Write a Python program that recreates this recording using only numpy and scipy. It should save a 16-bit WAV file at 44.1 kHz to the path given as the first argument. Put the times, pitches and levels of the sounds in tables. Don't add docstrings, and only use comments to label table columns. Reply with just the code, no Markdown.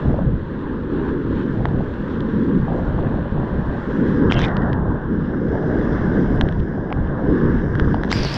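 import sys
import numpy as np
from scipy import signal
from scipy.fft import rfft, irfft
from scipy.io import wavfile
from scipy.ndimage import uniform_filter1d, minimum_filter1d, map_coordinates

SR = 44100
rng = np.random.default_rng(int(sys.argv[2]) if len(sys.argv) > 2 else 0)


def elevation(decibels):
    levels = np.asarray(decibels, float)
    return 10 ** (levels / 20)


def store_wav(level_fs):
    pcm = np.round(np.clip(np.atleast_2d(level_fs), -1, 1) * 32767)
    wavfile.write(sys.argv[1], SR, pcm.T.astype(np.int16))


N = 369116
T = np.arange(N) / SR

# [t/s, level/dB, clearness/dB]
RIVER = [(0.0, -36, 0), (0.27, -41, -3), (1.0, -38, -3.5), (1.5, -38, 1), (1.75, -39.5, -0.5),
         (2.76, -37, -1), (3.35, -37, -5.5), (4.04, -34.5, 1), (4.45, -31.5, -6), (4.81, -34.5, -13),
         (5.4, -38.5, 1.5), (5.95, -32.5, 2.5), (6.35, -34.5, 2.5), (6.62, -40.5, 2), (6.9, -38.5, -1),
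         (7.15, -36, -7), (7.45, -32, 0), (7.7, -35, 2)]
# [t/s, length/s, swell/dB]
SURGES = [(0.925, 0.17, 2.5), (1.197, 0.065, 0), (1.383, 0.03, 3), (1.948, .05, 1), (2.1, 0.057, 2),
          (2.39, 0.11, 0), (3.0, .1, 0.5), (4.75, .1, -1), (5.25, 0.036, 0), (5.797, 0.062, 1.5),
          (6.747, 0.089, -0.5), (7.294, .06, 1), (7.54, 0.045, 1.5), (7.657, 0.056, -2.5),
          (7.95, 0.089, -1.3)]
# [t/s, length/s, change/dB]
CREEPS = [
    (1.36, .05, 1.5),
    (2.6, 0.13, -0.5),
    (5.2, 0.087, 2.5),
    (0.3, 0.34, 1),
    (3.647, 0.38, -2),
    (4.55, 0.38, -0.5),
    (5.7, .3, -0.5),
    (6.6, .3, -1.5),
    (7.605, .3, -1),
]
# [f/Hz, level/dB]
ROAR_COLOUR = [(200, -120), (640, -32), (770, -5.5), (860, -2.5), (980, 1.5), (1300, -4.5), (1620, 0),
               (1850, -7.5), (2200, -19.5), (2600, -53.5), (5000, -120)]
FIZZ_COLOUR = [(600, -120), (1700, -29.5), (2300, -4.5), (2900, -3), (3450, -3.5), (4000, -9),
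               (4500, -14.5), (5200, -45.5), (9000, -120)]
SPRAY_COLOUR = [(1500, -120), (3900, -37), (4700, -5.5), (5450, -7.5), (6100, -12), (7000, -16),
                (8500, -23), (12000, -47), (16000, -59.5)]
# [f/Hz, level/dB]
HISS_COLOUR = [(100, -120), (400, -25), (900, -7.5), (2500, -4), (3600, -7), (5800, -15.5), (7000, -39),
               (8200, -40), (10500, -48), (12000, -41), (12800, -46), (13300, -100)]
# [t/s, f/Hz, level/dB]
OPEN_PORT = [
    (8.095, 4430, -63),
    (8.118, 4700, -30),
    (8.128, 4830, -27),
    (8.15, 4980, -32.5),
    (8.185, 4950, -38),
    (8.225, 4800, -36.5),
    (8.275, 4350, -38),
    (8.31, 4600, -38.5),
    (8.345, 4980, -41),
]
# [t/s, peak/dB]
GRILLE_RINGS = [
    (8.125, -52),
    (8.135, -51),
    (8.143, -50),
    (8.154, -54),
    (8.18, -58),
]
# [t/s, wash/dB, film f/Hz]
WAVE = [
    (4.288, -75, 3190),
    (4.3, -33, 3200),
    (4.345, -32, 3300),
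    (4.383, -26.5, 3070),
    (4.39, -33, 3840),
    (4.452, -28, 3690),
    (4.461, -29, 2250),
    (4.495, -32.5, 1970),
    (4.84, -36, 1710),
]
# [t/s, length/s, leak/dB]
TEARS = [
    (4.315, 0.021, -15),
    (4.387, 0.0099, -21),
    (4.407, 0.011, -18),
    (4.427, 0.017, -22),
    (4.451, 0.0031, -18.5),
    (4.465, 0.0036, -28),
    (4.48, .004, -32),
]
# [t/s, peak/dB]
PRICKS = [(4.432, -50), (4.448, -50), (4.466, -54), (1.656, -57.5), (2.79, -62), (3.0, -54), (7.798, -53.5),
          (8.204, -50.5), (4.322, -50.5), (4.364, -54), (4.369, -58.5), (4.39, -47), (4.5107, -60),
          (6.357, -50), (6.38, -52.5), (6.41, -41), (6.4176, -56), (6.433, -48), (7.7534, -51),
          (7.8756, -55), (7.9105, -57), (8.0135, -56), (8.034, -52), (8.058, -55), (8.1155, -52.5)]
# [t/s, peak/dB]
SPARKS = [(1.6445, -77), (2.9766, -63), (4.3086, -74), (4.3685, -64), (4.4059, -61.5), (6.356, -82),
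          (6.3785, -64.5), (6.4095, -56.5), (6.9293, -69), (7.7348, -77), (7.875, -84), (8.0803, -69),
          (8.1146, -59), (8.1252, -62.5), (4.374, -71.5)]
# [t/s, peak/dB, weight/dB, spot/dB, sharpness/dB]
SPLATTER = [(4.3015, -37, -4, 0, -30), (4.3113, -21, 8, 13.5, -26), (4.3214, -7, -1.5, -0.5, -23),
            (4.337, -42, -5, -2, -4), (4.458, -39, 0, 0, -12), (4.466, -41, 0, 0, -8),
            (4.342, -26, -13, -5, -10), (4.3634, -29, -10, -3, -24), (4.3985, -27, 0, 0, -14),
            (4.4315, -30.5, 2, 2, -10), (4.391, -18, 3.5, 4.5, -16), (4.4072, -38, -3, -5, -18),
            (4.4162, -22.5, -6, 9, -11), (4.4397, -19.5, -10, 5, -24), (4.448, -24, 6, 0, -15),
            (4.5676, -21, -6, -12, -18), (4.6193, -39, 1, -3, -14), (4.632, -42, 0, -2, -20),
            (4.5125, -41, 0, -1, -22), (4.696, -42, 0, 0, -24), (4.7301, -25, -13, 4, -20),
            (8.0343, -26, 9, 12, -17), (8.0465, -33, 13, 12, -17), (8.0576, -45, 5, 6, -13),
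            (8.077, -40, 7, 3, -21), (8.0895, -41, -1, -8, -12), (8.0945, -40, -1, -8, -14),
            (8.1045, -24, -6, -9, -16), (8.1152, -10, -3, -1, -15), (8.1263, -13, 2.5, 9.5, -2),
            (8.2322, -25, -4, -5, 4), (8.2485, -25, 10, 3, 2)]
# [t/s, peak/dB, weight/dB, spot/dB, sharpness/dB]
DRIPS = [(1.686, -37.5, 16, 4, -30), (4.482, -30, 0, 0, -24), (4.487, -35, 0, 0, -24),
         (4.499, -40, 0, 0, -24), (6.6015, -34, -2, -2, -21), (6.596, -39, 0, -4, -22),
         (6.63, -46, 0, -3, -22), (7.788, -37, -2, 0, -25), (7.81, -39, 0, 0, -26), (7.939, -37, 5, 4, -18),
         (7.968, -42, 0, 0, -18), (6.512, -42, 0, 0, -22), (6.375, -37, 4, 0, -24), (7.847, -43, 2, 0, -24),
         (6.903, -40, 8, 3, -26), (7.0736, -41, 11, -1, -23), (1.654, -24.5, 16.5, 11.5, -29),
         (2.205, -26.5, -17, -12, -30), (6.4107, -10, -3, -1.5, -26), (6.487, -25.5, -6, 5.5, -27),
         (6.5236, -33, -3, -1, -19), (6.9255, -23, 8, 4, -24), (7.459, -41, 5, 8, -19),
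         (7.7338, -48, 5, 6, -12), (7.753, -32, 7, 18.5, -17), (7.7971, -20.5, 0, 13.5, -18),
         (7.9435, -30, 23, 8, -11), (8.0136, -42, 22, 0, -14)]
# [t/s, thud f/Hz, knock f/Hz, body f/Hz, tick f/Hz]
CASE = [(1.655, 870, 1760, 3410, 5300), (4.312, 1000, 1545, 3200, 5400), (4.322, 720, 2400, 3300, 5440),
        (4.342, 800, 2000, 3600, 5100), (4.39, 900, 1500, 3380, 5800), (4.44, 910, 2220, 3420, 5430),
        (4.57, 990, 1750, 3060, 4800), (6.41, 800, 1620, 3130, 5600), (6.926, 1100, 2170, 3000, 4930),
        (7.797, 1000, 1500, 3200, 5200), (7.944, 770, 1630, 3080, 4630), (8.104, 925, 1670, 3680, 6100),
        (8.115, 925, 1400, 3650, 5900), (8.126, 950, 2000, 2650, 4780), (8.232, 895, 1900, 3600, 5100),
        (8.249, 800, 1900, 4300, 5300)]
SWELLS = [0.001, 0.0011, 0.00054, .0005, 0.00022]
# [t/s, peak/dB, f/Hz]
PLOPS = [(0.1412, -16, 650), (0.1899, -24, 1060), (1.7514, -26, 696), (1.8056, -18.5, 730),
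         (2.6805, -18.5, 800), (2.741, -26, 650), (2.9794, -21, 800), (2.989, -19, 990), (3.377, -22, 800),
         (3.43, -20, 805), (5.6984, -22, 746), (6.9154, -15.5, 760), (6.9707, -20, 810),
         (7.878, -19.5, 1190), (7.9663, -23, 915)]
# [t/s, level/dB, cavity f/Hz, sharpness q, upper edge f/Hz]
FLOW = [(0.0, -25, 198.6, 1.8, 553), (0.11, -17, 165.7, 1.8, 460), (0.45, -29, 196, 1.2, 518),
        (1.05, -21.5, 283, 2.5, 462), (1.77, -24, 193.5, 1.2, 484), (1.89, -27, 214, 1.2, 529),
        (2.54, -16, 226.3, 3.5, 440), (2.7, -22.5, 188, 1.5, 500), (3.85, -24.5, 203.3, 1.4, 535),
        (4.22, -15.5, 244, 2.1, 458), (4.36, -20, 173, 1.1, 478), (5.3, -23, 199.5, 2.2, 477),
        (5.52, -20, 235.6, 1.1, 479), (6.42, -18.5, 200, 1.6, 455), (6.5, -25, 213, 1.3, 490),
        (7.17, -23.5, 205, 1.4, 496), (7.36, -15.5, 245, 1.9, 454), (8.37, -25.5, 180, 0.99, 486)]
# [t/s, length/s, change/dB]
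GUSTS = [(0.81, 0.13, 0), (0.3, .08, -0.5), (1.403, .1, 1), (3.005, 0.11, 2), (5.647, .15, 0),
         (5.903, .12, -2.5), (6.7, .06, -1), (5.123, 0.063, 3), (4.0, 0.078, 0.5), (8.006, 0.063, 0.5),
         (0.173, 0.062, -4), (1.699, .08, 2.5), (1.248, 0.087, 1), (2.281, 0.14, 0), (2.482, .02, 1),
         (2.609, 0.032, -2), (3.249, .08, -3.5), (4.995, 0.081, -3), (6.193, 0.031, 2), (6.949, 0.09, -0.5),
         (7.29, 0.036, 1.5), (7.535, 0.07, -4.5), (7.71, 0.07, -2.5), (7.963, 0.11, -1.5),
         (8.098, .13, 1.5), (8.28, .1, -4.5)]
# [t/s, length/s, level/dB]
JOLTS = [(0.087, 0.056, -23.5), (0.211, 0.13, -22), (0.99, 0.082, -38), (1.24, 0.14, -30.5),
         (1.605, 0.2, -25.5), (2.565, 0.17, -26.5), (2.848, 0.38, -28.5), (3.37, 0.035, -22),
         (3.532, 0.17, -30), (4.103, 0.32, -26.5), (4.502, 0.44, -27.5), (5.496, 0.94, -33),
         (6.267, 0.19, -26), (6.534, 0.072, -27), (6.989, 0.074, -24.5), (7.284, 0.028, -24.5),
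         (7.415, 0.16, -22), (7.646, 0.068, -19), (7.756, 0.21, -25), (8.135, 0.11, -28)]
# [t/s, length/s, level/dB]
GURGLES = [(0.0, 0.063, -41), (0.12, 0.077, -36), (1.005, 0.049, -50), (1.58, 0.1, -35), (1.746, 0.16, -44),
           (2.702, 0.094, -31.5), (2.87, 0.041, -36), (2.979, 0.046, -35), (3.075, 0.19, -38.5),
           (3.39, 0.38, -40), (4.363, 0.34, -33), (4.785, 0.22, -37), (5.3, 0.18, -44), (5.56, 0.29, -32.5),
           (5.905, 0.54, -35.5), (6.48, 0.094, -41), (6.66, 0.22, -41.5), (6.92, 0.31, -37.5),
           (7.264, 0.03, -36), (7.5, 0.05, -44), (7.64, 0.07, -37), (7.78, 0.077, -39), (7.967, .4, -37.5)]
# [f/Hz, level/dB]
BUFFET_COLOUR = [(10, -38.5), (25, -1), (40, 12), (70, -3.5), (105, 8.5), (160, 8), (300, -41),
                 (1500, -120)]
FLUTTER_COLOUR = [(100, -120), (380, -25), (560, 1), (700, -3.5), (850, -7.5), (1100, -26.5), (2500, -120)]
# [t/s, peak/dB, f/Hz]
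SLAPS = [(1.745, -5, 113), (2.599, -7, 160), (3.322, -6.5, 129), (4.37, -7, 102), (6.016, -4, 159),
         (6.385, -7.5, 51.1), (6.433, -2, 51.1), (6.599, -9, 51.1), (6.983, -6.5, 116), (7.005, -11, 51.1),
         (7.819, -4, 51.1), (7.871, -6, 83.4), (8.204, -14, 70.0)]


def unit(x):
    return x / np.sqrt(np.mean(x ** 2) + 1e-20)


def along(points, hz):
    f, v = np.transpose(points)
    return np.interp(np.log(hz + 1), np.log(f + 1), v)


def steady(points):
    return lambda hz, i: along(points, hz)


def hump(hz, centre_hz, q):
    return -10 * np.log10(1 + (q * (hz / centre_hz - centre_hz / (hz + 1))) ** 2)


def curves(rows):
    s, *cols = np.transpose(rows)
    return [np.interp(T, s, c) for c in cols]


def wobble(rate):
    knots = rng.standard_normal(int(N * rate / SR) + 4)
    return map_coordinates(knots, [np.arange(N) * rate / SR])


def episodes(rows, edge_s, heights):
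    total = np.zeros(N)
    for (s, length, _), height in zip(rows, heights):
        inside = np.minimum(T - s + edge_s, s + length + edge_s - T)
        total += height * (inside / edge_s).clip(0, 1)
    return total


def changes(rows, edge_s):
    return episodes(rows, edge_s, [db for *_, db in rows])


def above_rest(rest_db, rows, edge_s):
    return 20 * np.log10(elevation(rest_db) + episodes(rows, edge_s, [elevation(db) for *_, db in rows]))


def water(colour_db, patchy_db, grain_db=-40, per_s=1500):
    clicks = (rng.random(N) < per_s / SR) * rng.laplace(size=N)
    source = rng.standard_normal(N) + elevation(grain_db) * unit(clicks)
    hz, t, z = signal.stft(source, SR, nperseg=1024, noverlap=768)
    gain = elevation(colour_db(hz[:, None], np.minimum((t * SR).astype(int), N - 1)))
    gain = gain / np.sqrt(np.mean(gain ** 2, axis=0))
    patches = uniform_filter1d(rng.standard_normal(z.shape), size=8, axis=0)
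    patches = unit(uniform_filter1d(patches, size=12, axis=1))
    z = z * gain * elevation(patchy_db * patches)
    return unit(signal.istft(z, SR, nperseg=1024, noverlap=768)[1][:N])


def add(out, s, sound):
    out[round(s * SR):][:len(sound)] += sound


def blow(t, swell):
    u = t.clip(0) / swell
    return (u * np.exp(1 - u)) ** 3


def resonate(x, strength, centre_hz, q):
    hz = np.fft.rfftfreq(len(x), 1 / SR) + 1
    return irfft(rfft(x) * elevation(strength * hump(hz, centre_hz, q)), len(x))[:N]


def river():
    roar_db, clear_db = curves(RIVER)
    surge_db = changes(SURGES, edge_s=0.037)
    roar_db = roar_db + surge_db
    soaked = ((T - 4.1) / 0.11).clip(0, 1)
    fizz_db = roar_db - 17 + 0.38 * clear_db - 5.5 * soaked + 0.36 * surge_db
    fizz_db = fizz_db + changes(CREEPS, edge_s=.06)
    spray_db = roar_db - 31.5 + clear_db
    tilt_db = .25 * clear_db
    swell = wobble(10)

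    def roar_colour(hz, i):
        film = soaked[i] * np.maximum(hump(hz, 1616, q=3.5), -3.0)
        tilt = tilt_db[i] * np.log2((hz + 1) / 1300).clip(-1, 1) * 3
        return along(ROAR_COLOUR, hz) + film + tilt

    def ringing(points, centre_hz, q):
        return lambda hz, i: along(points, hz) + soaked[i] * hump(hz, centre_hz, q)

    roar = water(roar_colour, 1.2, grain_db=-7, per_s=760)
    fizz = water(ringing(FIZZ_COLOUR, 3300, q=1.7), 1.0, grain_db=-5.5, per_s=1100)
    mist = water(ringing(SPRAY_COLOUR, 5400, q=3.0), 1.5, grain_db=-9, per_s=1500)
    roar = elevation(roar_db + 0.49 * swell + 0.16 * wobble(25)) * roar
    fizz = elevation(fizz_db + 0.57 * swell + 0.16 * wobble(23)) * fizz
    return roar + fizz + elevation(spray_db + 0.76 * swell + .6 * wobble(23)) * mist


def open_port():
    port_hz, whistle_db = curves(OPEN_PORT)
    burst_s, shut_db = 8.095, -62.5
    hiss_db = np.interp(T, [burst_s, burst_s + 0.0082], [shut_db, -34])
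    bare = hiss_db > shut_db + 1

    def pipe(hz, i):
        q = 12 - 35 * (i / SR - OPEN_PORT[3][0]).clip(0, .15)
        whistle = 1.7 * hump(hz, port_hz[i], q)
        overtone = 1.5 * hump(hz, 7400, q=25) - 13 - 300 * abs(i / SR - OPEN_PORT[2][0])
        return np.maximum(whistle, overtone) - 40 * (hz > 12900)

    hiss = elevation(hiss_db + 1.2 * wobble(47)) * water(steady(HISS_COLOUR), 0.57, grain_db=-8.5, per_s=620)
    whistle = elevation(whistle_db + 1.6 * wobble(63)) * water(pipe, 1.1, grain_db=-5.5, per_s=300)
    return bare * (hiss + whistle)


def wave():
    wash_db, film_hz = curves(WAVE)
    tear_edge_s = 0.0062
    sealing_db = -25 - 52 * (T - 4.1).clip(0)[:N].clip(0, 1)
    leak_db = above_rest(sealing_db, TEARS, tear_edge_s)
    pocket_db = 15 * ((4.395 - T) / tear_edge_s).clip(0, 1)

    def film(hz, i):
        passed = np.maximum(hump(hz, film_hz[i], q=2.1), -1.5 - .2 * pocket_db[i])
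        bass_loss = hump(np.minimum(hz, 700), 700, q=0.98)
        notch = pocket_db[i] * elevation(4.4 * hump(hz, 2450, q=5.5))
        leak = leak_db[i] - 7.9 * (hz / 1000 - 5.5).clip(0)
        above = np.maximum(3.5 * hump(hz, film_hz[i], q=11.0), leak)
        return np.where(hz < film_hz[i], passed + bass_loss - notch, above)

    arrived = wash_db > WAVE[0][1] + 1
    draining = ((WAVE[-1][0] - T) / 0.043).clip(0, 1)
    level = elevation(wash_db + 0.68 * wobble(60)) * arrived * draining
    return level * water(film, 2.3, grain_db=-12, per_s=920)


def pricks(rows, length_s, centre_hz, q):
    out, t = np.zeros(N + SR), np.arange(SR // 60) / SR
    for s, db in rows:
        noise = rng.standard_normal(len(t))
        add(out, s, elevation(db) * noise * t / length_s * np.exp(1 - t / length_s))
    return resonate(out, 2.3, centre_hz, q)


def fine_spray():
    spray = pricks(PRICKS, .0008, 6200, q=0.98)
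    mist = elevation(-6.5) * pricks(SPARKS, .002, 12500, q=2.2)
    return spray + mist + pricks(GRILLE_RINGS, .003, 11900, q=9)


def splats():
    out, t = np.zeros(N + SR), np.arange(SR // 30) / SR
    for s, db, *_ in SPLATTER + DRIPS:
        add(out, s, elevation(db - 16.5 - 60 * t / 0.027) * rng.laplace(size=len(t)))
    return resonate(out, 4.5, 3300, q=1.0)


def drops():
    out, lead = np.zeros(N + SR), SR // 500
    t = (np.arange(SR // 60) - lead) / SR - .0013
    when, *case_hz = np.transpose(CASE)
    for s, db, thud_db, knock_db, tick_db in SPLATTER + DRIPS:
        sparkle_db = -37 + .3 * tick_db
        levels = (thud_db - 0.5, knock_db - 3.5, -1.2, tick_db + 4.5, sparkle_db + 6)
        pitches = [np.interp(s, when, hz) for hz in case_hz] + [8300]
        for level, hz, swell in zip(levels, pitches, SWELLS):
            detune, turn = .015 * rng.standard_normal(), rng.standard_normal()
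            ring = np.cos(2 * np.pi * hz * (1 + detune) * t + turn)
            add(out, s - lead / SR, elevation(db + level - 0.24) * blow(t + swell, swell) * ring)
    return out[:N]


def plops():
    out, t = np.zeros(N + SR), np.arange(SR // 50) / SR
    swell_s = 0.0018
    for s, db, hz in PLOPS:
        sag = 1 + .15 * (1 - t / swell_s / 2)
        add(out, s, elevation(db) * blow(t, swell_s) * np.sin(2 * np.pi * hz * t * sag))
    return out[:N]


def slaps():
    out, t = np.zeros(N + SR), np.arange(SR // 12) / SR
    for s, db, hz in SLAPS:
        u = t * hz * 4.7
        add(out, s, elevation(db - 2.5) * (u * np.exp(1 - u)) ** 2 * np.sin(2 * np.pi * hz * t))
    return out[:N]


def rush():
    boom_db, centre_hz, sharp, edge_hz = curves(FLOW)
    boom_db = boom_db + changes(GUSTS, edge_s=0.031)
    shaking_db = -28.5 + 0.12 * (boom_db - boom_db.mean())
    buffet_db = above_rest(shaking_db, JOLTS, edge_s=.05)
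    flutter_db = above_rest(-53.5, GURGLES, edge_s=0.056)
    eddies = wobble(16)

    def cavity(hz, i):
        shut_off = 3.3 * hump(np.maximum(hz, edge_hz[i]), edge_hz[i], q=2.37)
        return hump(hz, centre_hz[i], sharp[i]) + shut_off

    buffet = elevation(buffet_db + 0.44 * eddies) * water(steady(BUFFET_COLOUR), patchy_db=1.0)
    boom = elevation(boom_db + 1.2 * eddies + 0.2 * wobble(30)) * water(cavity, patchy_db=0.5)
    flutter = water(steady(FLUTTER_COLOUR), 0.98, grain_db=-2.5, per_s=150)
    return buffet + boom + elevation(flutter_db + 0.41 * eddies + 1.2 * wobble(25)) * flutter


def scene():
    around = river() + open_port() + wave()
    on_case = fine_spray() + splats() + drops() + plops()
    return (around + on_case + slaps() + rush())[None]


def band_limit(x):
    return signal.sosfilt(signal.butter(12, 15500, fs=SR, output="sos"), x)


def record(dry):
    ceiling, hold = .66, round(.012 * SR)
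    gain = minimum_filter1d(ceiling / np.maximum(np.abs(dry), ceiling), size=2 * hold)
    mix = dry * uniform_filter1d(gain, size=hold)
    return band_limit(mix)


dry = scene()
out = record(dry)
store_wav(out)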